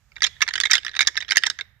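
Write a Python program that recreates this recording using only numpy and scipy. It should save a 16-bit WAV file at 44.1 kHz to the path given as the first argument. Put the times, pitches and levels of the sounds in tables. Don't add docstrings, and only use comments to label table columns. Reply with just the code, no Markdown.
import sys
import numpy as np
from scipy import signal
from scipy.fft import rfft, irfft, next_fast_len
from scipy.io import wavfile
from scipy.ndimage import uniform_filter1d, map_coordinates

SR = 44100
rng = np.random.default_rng(int(sys.argv[2]) if len(sys.argv) > 2 else 0)


def voltage_ratio(level):
    return 10 ** (np.asarray(level, float) / 20)


def store_wav(level_fs):
    pcm = np.round(np.clip(np.atleast_2d(level_fs), -1, 1) * 32767)
    wavfile.write(sys.argv[1], SR, pcm.T.astype(np.int16))


N = 79380


def along(points, hz):
    f, v = np.transpose(points)
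    return np.interp(np.log(hz + 1), np.log(f + 1), v)


def filtered(x, response):
    m = next_fast_len(N + 8192)
    hz = np.fft.rfftfreq(m, 1 / SR)
    return irfft(rfft(x, m) * response(hz), m)[..., :N]


def causal(gain):
    cepstrum = irfft(np.log(gain + 1e-6))
    half = len(cepstrum) // 2
    cepstrum[1:half] *= 2
    cepstrum[half + 1:] = 0
    return np.exp(rfft(cepstrum))[:len(gain)]


# freq_hz, level_db
LEFT_PORT_LEVEL = [(100, -15), (700, -3), (1900, -8), (3000, -12), (4800, -19), (6000, -10), (8000, 0)]
# freq_hz, phase_lead_rad
LEFT_PORT_LEAD = [(300, 2), (700, 1.3), (1700, -.9), (3200, -1.7), (5500, 1.3), (8500, 3.1), (11500, 3.7),
                  (13000, 6.2)]


def ports(hz):
    left = voltage_ratio(along(LEFT_PORT_LEVEL, hz)) * np.exp(1j * along(LEFT_PORT_LEAD, hz))
    return np.array([left, np.ones_like(hz)])


# freq_hz, level_db
TUBE_COLOUR = [(300, -55), (800, -18), (1600, 4), (2700, 0.5), (6800, 1.5), (8600, -9.5), (12200, -23),
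               (14300, -26)]


def tube_colour(hz):
    return voltage_ratio(along(TUBE_COLOUR, hz))


# freq_hz, level_db (per Hz)
AIR_SPECTRUM = [(20, -26), (40, -7.5), (63, 5), (140, -7.5), (330, -34), (1800, -25), (7500, -58),
                (13000, -44)]


def air():
    level_db, swell_db, alike = -56.5, 1.8, 0.9
    right, other = rng.standard_normal((2, N))
    left = alike * right + np.sqrt(1 - alike ** 2) * other
    x = filtered(np.array([left, right]), lambda hz: voltage_ratio(along(AIR_SPECTRUM, hz)) * abs(ports(hz)))
    swell = map_coordinates(rng.standard_normal(size=24), [np.arange(N) * 8 / SR])
    return voltage_ratio(level_db + swell_db * swell) * x / x[1].std()


# time_s, level_db
RUB_LEVEL = [(0, -66), (.05, -66.5), (.12, -64.5), (.3, -58), (1.8, -77)]


def fingers_rubbing():
    noise = rng.standard_normal((2, N))
    rub = filtered(noise, lambda hz: tube_colour(hz) * ports(hz))
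    level_db = np.interp(np.arange(N) / SR, *np.transpose(RUB_LEVEL))
    return voltage_ratio(level_db) * rub


def scatter(x, decay, wait_s, size):
    out, step = np.zeros((2, N + 2 * SR)), SR // 20
    for start in range(0, N, step):
        hz, t, z = signal.stft(rng.standard_normal((2, size)), SR, nperseg=128)
        fade = voltage_ratio(-60 * t / along(decay, hz)[:, None])
        tail = signal.istft(z * fade, SR, nperseg=128)[1]
        tail = tail / np.linalg.norm(tail[0])
        wet = signal.fftconvolve(x[:, start:start + step], tail, axes=1)
        out[:, start + int(wait_s * SR):][:, :wet.shape[1]] += wet
    return out[:, :N]


# freq_hz, t60_s
TRUNK_DECAY = [(2000, 0.73), (8000, 0.27)]


def trunks(x):
    return voltage_ratio(-28.5) * scatter(x, TRUNK_DECAY, wait_s=0.014, size=SR // 2)


# freq_hz, t60_s
NEAR_DECAY = [(5000, 0.04), (10000, 0.014)]


def hands_and_ground(x):
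    return voltage_ratio(-9.5) * scatter(x, NEAR_DECAY, wait_s=0.0014, size=4096)


# freq_hz, level_db
GRIP_SPECTRUM = [(120, -20), (250, 1), (430, 4), (800, -7), (1400, -35.5)]


def grip():
    level_db, grows, t60_s = -56.5, 0.49, 0.11
    blows = np.zeros(N)
    for start_s, db, *_ in CONTACTS:
        blows[round(start_s * SR)] = voltage_ratio(2 * grows * db)
    fade = voltage_ratio(-120 * np.arange(SR // 10) / SR / t60_s)
    shake = np.sqrt(abs(signal.fftconvolve(blows, fade)[:N]))
    rustle = shake * rng.standard_normal(N)
    x = filtered(rustle, lambda hz: causal(voltage_ratio(along(GRIP_SPECTRUM, hz))) * ports(hz))
    return voltage_ratio(level_db) * x / x[1].std()


def chatter():
    length_ms, slip_ms = 2.41, 0.4
    after_db, scatter_db, fade_db = -2, 3, 6
    gap_luck, size_luck, sign_luck = rng.random((3, 16))
    at_ms = np.cumsum(slip_ms * (0.3 + 1.4 * gap_luck))
    at_ms -= at_ms[0]
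    size = voltage_ratio(after_db + scatter_db * (2 * size_luck - 1) - fade_db * at_ms / length_ms)
    size = size * np.clip((length_ms - at_ms) / slip_ms + 1, 0, 1)
    hits = np.where(at_ms > 0, size * np.sign(sign_luck - 0.5), 1)
    return np.bincount((at_ms * SR / 1000).astype(int), hits)


def struck(f, level, t60, train, crack_db):
    crack_t60_s, detune, mode_db, left_scatter_rad = 0.0035, 0.04, 2, 0.35
    pitch_luck, level_luck, side_luck = rng.standard_normal((3, len(f)))
    t = np.arange(SR // 40) / SR
    f = f * (1 + detune * pitch_luck * (np.arange(len(f)) > 0))
    side = np.array([np.exp(1j * left_scatter_rad * side_luck), np.ones_like(f)])
    crack = voltage_ratio(crack_db - 60 * t / crack_t60_s) * rng.standard_normal(len(t))
    onset = 1 - np.exp(-t * f[:, None])
    ring = voltage_ratio(-60 * t / t60) * np.exp(2j * np.pi * f[:, None] * t) * onset
    body = ((side * voltage_ratio(level + mode_db * level_luck)) @ ring).imag
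    wave = signal.fftconvolve(body + crack, train[None], axes=1)
    return wave / np.sqrt(2 * uniform_filter1d(wave[1] ** 2, size=50).max())


# freq_hz, level_db
SHELL_MODES = [(915, 4), (1330, 1.5), (1800, 1.5), (2170, -14.5)]
# freq_hz, level_db
TINE_MODES = [(3650, -1.5), (3200, -11.5), (3930, -13), (4745, -3), (5380, -4), (6000, -7), (6840, -11),
              (9100, -13.5)]
# start_s, level_db (peak), tube_hz, tine_hz (loudest),
# tines_over_tube_db
FIRST_CONTACTS = [(0.119, -42, 2320, 4830, -6), (0.158, -39.5, 2280, 4940, 3), (0.1643, -27, 2200, 3800, -0.5),
                  (0.168, -27, 2000, 3640, -18), (0.1818, -33.5, 1550, 3100, -4.5),
                  (0.2062, -26, 2280, 3590, 2.5), (0.2209, -6.5, 2000, 4600, -6.5),
                  (0.232, -7.5, 2070, 4060, -2), (0.2395, -5.5, 2020, 3940, 4), (0.2438, -3.5, 1970, 3170, 3),
                  (0.248, -8, 1800, 3650, 4), (0.259, -18, 2170, 3530, 6), (0.2663, -12, 2390, 4250, 5.5),
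                  (0.2693, -17.5, 1790, 5070, -1.5), (0.366, -41, 1800, 3710, -1.5),
                  (0.407, -18.5, 1780, 3440, -4), (0.4111, -21, 1800, 3620, -15.5),
                  (0.418, -4.5, 2110, 3530, -1), (0.422, -6.5, 2030, 5940, 6.5), (0.4239, -3, 2210, 5650, -5),
                  (0.4341, -25, 1885, 3600, 0), (0.4663, -26.5, 2210, 3670, -3.5),
                  (0.4782, -14, 2120, 3700, 3), (0.482, -20, 1900, 4700, -11), (0.4845, -18, 2120, 3980, -5),
                  (0.4883, -12.5, 1860, 4200, -5.5), (0.5084, -20, 1730, 3400, -4)]
MORE_CONTACTS = [(0.5325, -33.0, 1800, 3200, -0.5), (0.5379, -11, 1850, 3190, 2.5),
                 (0.5398, -23.5, 1650, 3250, 1.5), (0.5553, -18.5, 1670, 3100, 6),
                 (0.556, -11, 1570, 3140, 9.5), (0.5587, -16.5, 1770, 3730, -0.5),
                 (0.5607, -17, 1700, 3120, 3), (0.5783, -18.5, 1870, 3360, 1),
                 (0.5805, -16, 1950, 3600, -10), (0.5954, -35.5, 1730, 3510, -0.5),
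                 (0.6019, -4.5, 2200, 3820, 4), (0.6117, -10.5, 1650, 5150, 9),
                 (0.6349, -13.5, 1710, 3760, -1.5), (0.637, -9.5, 1940, 3550, -2),
                 (0.6542, -9, 2050, 3600, -5.5), (0.6573, -8, 2150, 3630, 9.5),
                 (0.6697, -18, 1980, 3630, -1), (0.6983, -21.5, 2090, 3900, -17),
                 (0.7043, -17.5, 1840, 3600, 15), (0.7053, -17.5, 1740, 3240, -6),
                 (0.7095, -19.5, 2100, 3650, 8.5), (0.7123, -2.5, 2260, 5660, 6),
                 (0.716, -2.5, 2200, 3070, 3), (0.7224, -14.5, 1830, 3056, -20.5),
                 (0.7332, -0.5, 1685, 4940, 6), (0.7337, -10.5, 1736, 4830, 9),
                 (0.737, -3.5, 1930, 3870, -3.5), (0.7436, -11.5, 1760, 3785, 11.5),
                 (0.7508, -11.5, 2170, 3650, 4.5), (0.7536, -2.5, 2140, 3800, 0.5),
                 (0.7606, -14.5, 2170, 3400, 6), (0.7686, -14.5, 1620, 3680, 6),
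                 (0.7808, -12.0, 1670, 3200, 4)]
LATER_CONTACTS = [(0.8328, -29, 1750, 3560, 6), (0.8486, -17, 1750, 4900, -1), (0.8651, -15, 1800, 3650, -3),
                  (0.8813, -17.5, 1810, 3630, 0), (0.8931, -24.5, 1780, 3820, 4),
                  (0.9148, -33.5, 1740, 3700, 1.5), (0.9346, -33, 1660, 3620, 0.5),
                  (0.9413, -24.5, 1770, 3460, -2), (0.9518, -21, 1670, 3580, -3.5),
                  (0.9632, -20.5, 1460, 4060, 3.0), (0.9668, -14, 1860, 3650, 0),
                  (0.9918, -2.5, 2200, 3730, -0.5), (1.0067, -0.5, 2200, 4060, -2.5),
                  (1.0114, -7.5, 2200, 3200, 4.5), (1.0129, -11.5, 1930, 5350, 7),
                  (1.0194, -8.5, 2160, 3650, -6.5), (1.022, -22.5, 2020, 3640, 14.5),
                  (1.0278, -14, 2210, 3780, 0), (1.0499, -28, 1780, 3650, 0.5), (1.0637, -27, 1930, 4800, 0.5),
                  (1.0718, -4.5, 1890, 5080, 10), (1.0739, -2, 2100, 5760, 14), (1.0771, -11, 1990, 3770, 16),
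                  (1.083, -12.5, 1890, 6140, -4.5), (1.1458, -37, 1810, 4730, 0.5),
                  (1.1554, -21.5, 2110, 5440, -6.5), (1.1685, -12, 1840, 3810, 11.5),
                  (1.1751, -7, 1990, 5630, -4), (1.205, -21, 1820, 3520, 0.5),
                  (1.2115, -18.5, 1750, 3690, 20.5), (1.2235, -19, 2010, 3330, -11.5),
                  (1.2265, -26, 1800, 2980, 2.5), (1.248, -30.5, 2000, 3500, 1.5)]
LAST_CONTACTS = [(1.2822, -28.0, 2010, 3200, 4), (1.285, -30.5, 1960, 3000, 12),
                 (1.29, -20.5, 1850, 3420, 2.5), (1.2997, -20.5, 1690, 4670, 4),
                 (1.3079, -10, 2290, 4770, 7.5), (1.3102, -7, 2130, 5570, -4), (1.32, -5, 1610, 3100, 4),
                 (1.3297, -17, 1930, 3990, -16), (1.35, -27, 1910, 3240, -4.5),
                 (1.3564, -19, 1750, 3680, 2.5), (1.3594, -9.5, 1800, 5180, -7),
                 (1.3655, -27.5, 1830, 3640, 7.5), (1.3702, 1.5, 1795, 3470, -0.5),
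                 (1.3792, -5, 1797, 3300, 10), (1.3891, -31, 1510, 3680, -2.5),
                 (1.4193, -42, 1794, 3910, -10.5), (1.4248, -28, 1707, 3540, 4.5),
                 (1.436, -5.5, 1815, 3650, -10), (1.4449, -33.5, 1700, 3670, -27),
                 (1.4544, -21, 1814, 5180, -5), (1.4623, -14, 1697, 3900, 5.5),
                 (1.4655, -11, 1950, 3470, 11), (1.4679, -5, 1792, 5000, 1), (1.4785, -25, 1523, 3910, -13),
                 (1.5002, -15.5, 1670, 4950, 20), (1.5008, -7.5, 1650, 3710, 4.5),
                 (1.5125, -33, 1670, 3580, -9), (1.5889, -20, 1755, 3540, -2.5),
                 (1.5903, -23.5, 1915, 3556, -8), (1.5986, -25.5, 1793, 3600, -9),
                 (1.6105, -15.5, 2163, 3940, 4)]
CONTACTS = FIRST_CONTACTS + MORE_CONTACTS + LATER_CONTACTS + LAST_CONTACTS


def rattle():
    tube_t60_s, shell_t60_s, tine_t60_s, long_t60_s = 0.0095, 0.008, 0.0065, 0.015
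    tube_db, struck_tine_db = 5, 4.5
    touch_us, softer = 8.5, 0.36
    full_crack_db, harder = 6.5, 0.49
    lead_s = 0.00045
    low_t60 = np.array([tube_t60_s] + [shell_t60_s] * len(SHELL_MODES))[:, None]
    high_t60 = np.array([shell_t60_s, long_t60_s] + [tine_t60_s] * (len(TINE_MODES) - 1))[:, None]
    out, k = np.zeros((2, N + SR)), np.arange(-8, 9)
    for start_s, db, tube_hz, tine_hz, bright_db in CONTACTS:
        touch = np.exp(-0.5 * (k / (touch_us * voltage_ratio(-softer * db) * SR / 1e6)) ** 2)
        train = np.convolve(chatter(), touch)
        crack_db = full_crack_db + harder * db
        f, level = np.transpose([(tube_hz, tube_db)] + SHELL_MODES)
        low = struck(f, level, low_t60, train, crack_db)
        f, level = np.transpose([(tine_hz, struck_tine_db)] + TINE_MODES)
        high = struck(f, level, high_t60, train, crack_db)
        bright = voltage_ratio(bright_db)
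        sound = voltage_ratio(db) * (low + bright * high) / np.hypot(1, bright)
        first = round((start_s - lead_s) * SR) - 8
        out[:, first:][:, :sound.shape[1]] += sound
    return filtered(out[:, :N], lambda hz: causal(tube_colour(hz)) * ports(hz))


def scene():
    x = rattle()
    background = air() + trunks(x)
    handling = fingers_rubbing() + grip()
    return background + handling + hands_and_ground(x) + x


def roll_off(x):
    return signal.sosfilt(signal.butter(12, 15920, fs=SR, output="sos"), x)


def record(dry):
    top_hz, edge_hz = 15900, 900
    limited = filtered(dry, lambda hz: np.clip((top_hz - hz) / edge_hz, 0, 1) ** 2)
    heard = np.clip(limited, -1, 1)
    return roll_off(heard)


dry = scene()
out = record(dry)
store_wav(out)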